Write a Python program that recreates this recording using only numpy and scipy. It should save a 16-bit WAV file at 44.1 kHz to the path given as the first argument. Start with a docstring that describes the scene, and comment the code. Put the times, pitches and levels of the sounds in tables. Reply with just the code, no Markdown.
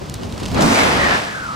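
"""A blast of wind hits a camera worn by a skydiver under an open canopy (the parachute).
As the camera turns into the airstream, eddies (swirls of air) buffet its two microphone
openings, the ports. The blast brightens into a roar and hiss, then dies away, leaving a
falling, airy whistle of air passing over an edge. Behind it, air rumbles around the body,
the cloth rustles and pops, and the rigging lines snap."""
import sys
import numpy as np
from scipy import signal
from scipy.fft import rfft, irfft
from scipy.io import wavfile

SR = 44100
rng = np.random.default_rng(int(sys.argv[2]) if len(sys.argv) > 2 else 0)


def dump(signal):
    """Clip the signal to [-1, 1] and save it as 16-bit WAV at the path in sys.argv[1]."""
    limited = np.clip(np.atleast_2d(signal).T, -1, 1)
    pcm = np.round(limited * 32767).astype(np.int16)
    wavfile.write(sys.argv[1], SR, pcm)


N = 68355
TIME = np.arange(N) / SR
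HZ = np.fft.rfftfreq(N, 1 / SR)

# How alike the two ports sound (1 is fully alike): frequency_hz, likeness
PORT_LIKENESS = [(100, 0.54), (280, 0.61), (550, 0.38), (1000, 0.25), (1700, 0.32), (3000, 0.18),
                 (6000, 0.78), (10000, 0.68), (14000, .99)]
# The same for the high hiss: frequency_hz, likeness
HISS_LIKENESS = [(3000, 1), (7000, .93), (11000, 0.84), (14000, 0.95)]
# How far the wave at the right port runs ahead of the left: frequency_hz, lead_radians
PORT_LEAD = [(300, -1), (600, 1.23), (1100, 3), (2100, 4), (3500, 2), (6000, 1.43), (10000, 0.68),
             (15000, -0.3)]


def amp(db):
    """Turns decibels into a multiplier."""
    return 10 ** (np.asarray(db) / 20)


def unit_power(x):
    """Scales a signal to an average power of one."""
    return x / np.sqrt(np.mean(x ** 2) + 1e-20)


def over_frequency(points, hz=HZ):
    """Joins a table's points along a logarithmic frequency axis."""
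    frequency, value = np.transpose(points)
    return np.interp(np.log(hz + 1), np.log(frequency), value)


def over_time(points, column=1):
    """Joins the points of one table column along time."""
    rows = np.array(points)
    return np.interp(TIME, rows[:, 0], rows[:, column])


def wander(rate_hz):
    """Random drift, up to about the given rate."""
    noise = rfft(rng.standard_normal(N))
    return unit_power(irfft(noise * HZ / (HZ + 8) / (1 + (HZ / rate_hz) ** 4), N))


def churn(depth_db, rate_hz):
    """Loudness that swells and sinks as eddies pass."""
    return unit_power(amp(depth_db * np.clip(wander(rate_hz), -2, 2)))


def air_noise(spectrum, likeness, lead=0):
    """The noise of swirling air, partly shared by the two ports."""
    left, separate = rfft(rng.standard_normal((2, N)))
    right = (likeness * left + np.sqrt(1 - likeness ** 2) * separate) * np.exp(1j * lead)
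    return unit_power(irfft(np.array([left, right]) * amp(over_frequency(spectrum)), N))


def colour(x, spectrum):
    """Shapes the tone with a filter that never rings early, so clicks stay sharp."""
    log_gain = np.log(amp(over_frequency(spectrum, abs(np.fft.fftfreq(2048, 1 / SR)))))
    taps = np.fft.ifft(np.exp(np.conj(signal.hilbert(log_gain)))).real
    return signal.fftconvolve(x, taps / np.linalg.norm(taps))[:N]


def pops(rows, spectrum, first_slip=1.1):
    """Each pop is one sharp slip and a burst of tiny ones that dies within milliseconds."""
    out = np.zeros(N)
    for start_s, level_db, decay_s in rows:
        age = (np.arange(N) - round(start_s * SR)) / SR
        tiny_slips = rng.standard_normal(N) * (age >= 0) * np.exp(-abs(age) / decay_s)
        burst = colour(tiny_slips + first_slip * (age == 0), spectrum)
        strength = np.sqrt(np.sum(burst ** 2) / (decay_s * SR))
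        out += amp(level_db) * burst / strength / np.pi
    return out


def ringing(pitch_hz, width_hz):
    """A resonance stirred by swirling air; the real part of the result is the sound."""
    stir = rng.standard_normal(N) + 1j * rng.standard_normal(N)
    for _ in range(3):  # each pass through a filter width_hz wide narrows the band further
        stir = signal.lfilter([1], [1, -np.exp(-np.pi * width_hz / SR)], stir)
    return stir / np.std(stir) * np.exp(2j * np.pi * np.cumsum(pitch_hz) / SR)


def faint_air(level_db=-69):
    """A faint, steady, very high hiss of air."""
    # Its tone: frequency_hz, gain_db
    spectrum = [(3000, -22), (9000, -4), (13000, 20), (16000, -12)]
    return amp(level_db) * air_noise(spectrum, over_frequency(HISS_LIKENESS))


def rumble():
    """Air flowing around the body rumbles."""
    # Loudness of the flow: time_s, level_db
    levels = [(0, -33.5), (.18, -29.5), (.24, -28), (.35, -27.5), (.46, -27), (.55, -18.5), (.66, -30),
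              (.77, -30), (1.07, -25.5), (1.22, -38.5), (1.55, -37)]
    # Its deep tone: frequency_hz, gain_db
    spectrum = [(15, -26), (35, -11.5), (70, -3), (130, -2.5), (230, -7.5), (400, -18), (900, -22.5),
                (2500, -52)]
    # How alike left and right are: frequency_hz, likeness
    likeness = [(50, 1), (250, 0.6)]
    return air_noise(spectrum, over_frequency(likeness)) * amp(over_time(levels))


def rustle(crackles_per_s=420, crackle_db=-7, spread_db=4.0):
    """The canopy cloth flutters with a fine crackle."""
    # Loudness of the cloth: time_s, level_db
    levels = [(0, -42.5), (.2, -43), (.235, -38.5), (.28, -42), (.37, -40.5), (.44, -37), (.51, -38),
              (.6, -30), (1.2, -46.5), (1.55, -41.5)]
    # Its tone: frequency_hz, gain_db
    spectrum = [(600, -6), (2000, -3), (2900, -1.5), (4500, -3), (7500, -9), (10000, -17), (13000, -29),
                (16000, -33)]
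    # How alike left and right are: frequency_hz, likeness
    likeness = [(1500, 0.92), (3000, .93), (7000, 0.54), (11000, .92), (14000, .995)]
    sizes = amp(spread_db * np.minimum(rng.exponential(1, N), 3)) * rng.choice([-1, 1], N)
    clicks = sizes * (rng.random(N) < crackles_per_s / SR)
    crackle = unit_power(colour(clicks, spectrum))
    flutter = air_noise(spectrum, over_frequency(likeness)) * churn(depth_db=1.1, rate_hz=45)
    return (flutter + amp(crackle_db) * crackle) * amp(over_time(levels))


def creases():
    """Creases pop in the cloth."""
    # Each pop: start_s, level_db, decay_s
    events = [(.153, -28, .004), (.186, -36, 0.00092), (.2338, -20, .0012), (.2475, -32, 0.0017),
              (.3245, -18.5, 0.001), (.3785, -19.5, 0.0012), (.399, -25, 0.0067), (.4325, -20.5, .003),
              (.4555, -18, 0.0017), (.4605, -13, 0.0015), (.481, -24, 0.0062), (.4965, -34, .002),
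              (.516, -18, 0.0011), (.5455, -18, .003), (.608, -11.5, 0.0027), (.621, -10.5, 0.0028)]
    # Their crisp tone: frequency_hz, gain_db
    spectrum = [(600, -7), (2000, -6), (2900, 6), (4500, 4), (7500, -2.5), (10000, -7), (13000, -14),
                (16000, -34)]
    return pops(events, spectrum)


def snaps():
    """The rigging lines snap sharply."""
    # Each snap: start_s, level_db, decay_s
    events = [(.0977, -15.5, 0.0011), (.1407, -17.5, 0.0024), (.1428, -16.5, 0.0012)]
    # Their bright tone: frequency_hz, gain_db
    spectrum = [(800, -36), (2300, -6), (3300, -4.5), (6500, 0), (10000, -5.5), (13500, -14), (16000, -29)]
    return pops(events, spectrum, first_slip=3)


def tick():
    """One thin, high tick near the end."""
    # The tick: start_s, level_db, decay_s
    events = [(1.4442, -33, .0006)]
    # Its tone: frequency_hz, gain_db
    spectrum = [(3000, -25), (9000, -6), (12000, -9), (14500, 0), (16000, -3)]
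    return pops(events, spectrum)


def canopy(right_db=1.8):
    """The parachute's sounds overhead, a little louder on the right."""
    return (rustle() + creases() + snaps() + tick()) * amp([[-right_db / 2], [right_db / 2]])


def puffs():
    """Stray eddies swell and pass, pushing the two ports against each other."""
    # Each puff: middle_s, half_length_s, level_db
    events = [(0.022, 0.0079, -26.5), (0.234, .035, -31), (0.346, 0.011, -34), (0.426, 0.0089, -25),
              (0.588, 0.028, -16.5), (0.857, 0.0099, -21.5)]
    # Their hollow tone: frequency_hz, gain_db
    spectrum = [(70, -8), (180, 1), (400, 7.5), (600, 2.5), (1000, -8.5), (1700, -13), (4000, -54)]
    swells = sum(amp(db) * np.exp(-((TIME - middle) / half) ** 2 / 2) for middle, half, db in events)
    return air_noise(spectrum, likeness=0.83, lead=2.26) * swells


def boom():
    """Large eddies pump both ports together in a low throb."""
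    # The boom of the camera housing: time_s, pitch_hz, level_db
    path = [(.48, 130, -63), (.56, 149.9, -27), (.615, 236.6, -17.5), (.655, 176.8, -17.5),
            (.72, 238.1, -17), (.77, 226, -35), (.85, 165.2, -25), (.94, 260.2, -26.5), (1.15, 230.1, -30),
            (1.25, 199, -40)]
    ring = ringing(over_time(path), width_hz=186)
    squashed = ring / (1 + abs(ring))
    return unit_power(squashed.real) * amp(over_time(path, column=2))


def whistle(waver=0.0077, airy_below_hz=70, lead_radians=1.81):
    """An airy band around a clear tone; the pitch sinks as the flow over the edge slows."""
    # The falling whistle: time_s, pitch_hz, level_db
    path = [(.6, 2352, -77), (.74, 2337, -28), (.8, 2250, -19), (.87, 2100, -36), (.98, 1930, -33),
            (1.0, 1946, -19.5), (1.1, 1802, -20.5), (1.155, 1646, -20), (1.21, 1788, -38),
            (1.3, 1771, -31.5), (1.375, 1550, -29), (1.465, 1430, -31), (1.49, 1282, -28),
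            (1.55, 1263, -27.5)]
    # The clear tone compared with the airy band: time_s, strength
    clear_strength = [(.8, 0.56), (1.05, 0.83), (1.25, 0.59), (1.38, 1.4), (1.55, 1.8)]
    pitch_hz = over_time(path) * (1 + waver * wander(rate_hz=37.8))
    clear = ringing(pitch_hz, width_hz=90.25)
    clear /= abs(clear) + 0.16  # evens out the loudness, as the tone keeps itself going
    airy = ringing(pitch_hz - airy_below_hz, width_hz=600)
    tone = airy + over_time(clear_strength) * clear
    both_ports = np.array([tone, tone * np.exp(1j * lead_radians)]).real
    return unit_power(both_ports) * amp(over_time(path, column=2))


def hiss():
    """The finest eddies hiss."""
    # Loudness of the hiss: time_s, level_db
    levels = [(.5, -72), (.595, -48), (.61, -26.5), (.67, -28), (.74, -26.5), (.82, -27), (.96, -32.5),
              (1.16, -34), (1.23, -37.5), (1.36, -43), (1.55, -49)]
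    # Its bright tone: frequency_hz, gain_db
    spectrum = [(1500, -26), (3500, -6.5), (5500, 1.5), (8000, -4), (10000, -9.5), (13000, -19.5),
                (16000, -26)]
    noise = air_noise(spectrum, over_frequency(HISS_LIKENESS), over_frequency(PORT_LEAD))
    return noise * amp(over_time(levels)) * churn(depth_db=1.7, rate_hz=920)


def buffet():
    """The airstream pounds the ports as it first meets them."""
    # Loudness of the pounding: time_s, level_db
    levels = [(0, -37), (.08, -36.5), (.17, -38), (.23, -32), (.3, -40.5), (.44, -30.5), (.51, -40),
              (.56, -24), (.62, -12.5), (.71, -18.5), (.78, -20), (.95, -19.5), (1.14, -33), (1.25, -37),
              (1.55, -45)]
    # Its heavy tone: frequency_hz, gain_db
    spectrum = [(40, -38), (110, -14), (190, -4.5), (270, -1), (400, -4), (700, -7), (1200, -8),
                (2200, -23.5), (5000, -58)]
    noise = air_noise(spectrum, over_frequency(PORT_LIKENESS), over_frequency(PORT_LEAD))
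    return noise * amp(over_time(levels)) * churn(depth_db=1.5, rate_hz=54)


def roar(turn_middle_s=0.94, turn_length_s=0.13):
    """Air scrapes over the ports; once the camera has turned, eddies cross the other way."""
    # Loudness of the roar: time_s, level_db
    levels = [(0, -62), (.52, -44), (.57, -22.5), (.63, -20.5), (.73, -16.5), (.79, -13), (.88, -15.5),
              (1, -17.5), (1.15, -16), (1.21, -22.5), (1.33, -29.5), (1.44, -35.5), (1.55, -36)]
    # Its broad tone: frequency_hz, gain_db
    spectrum = [(80, -28), (300, -7.5), (700, -1.5), (1200, -3), (2100, -6.5), (3000, -11.5), (5000, -18),
                (8000, -39), (15000, -56)]
    # The right port's lead after the turn: frequency_hz, lead_radians
    turned_lead = [(300, -0.7), (600, -1), (1100, -3.5), (2100, -3), (3500, -5), (6000, -7), (10000, -4),
                   (15000, -8)]
    likeness = over_frequency(PORT_LIKENESS)
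    before = air_noise(spectrum, likeness, over_frequency(PORT_LEAD))
    after = air_noise(spectrum, likeness, over_frequency(turned_lead))
    turn = np.clip((TIME - turn_middle_s) / turn_length_s + 0.5, 0, 1)
    return (np.sqrt(1 - turn) * before + np.sqrt(turn) * after) * amp(over_time(levels))


def scene():
    """Adds wind and canopy; the same eddies shake the roar and the hiss together."""
    eddies = churn(depth_db=1.0, rate_hz=250)
    wind = rumble() + buffet() + (roar() + hiss()) * eddies
    return wind + faint_air() + puffs() + boom() + whistle() + canopy()


def record(dry, cutoff_hz=15850):
    """Flattens peaks beyond full scale, then removes the highest treble."""
    low_pass = signal.firwin(511, cutoff_hz, window=("kaiser", 9), fs=SR)
    return signal.oaconvolve(np.clip(dry, -1, 1), low_pass[None], "same")


dry = scene()
out = record(dry)
dump(out)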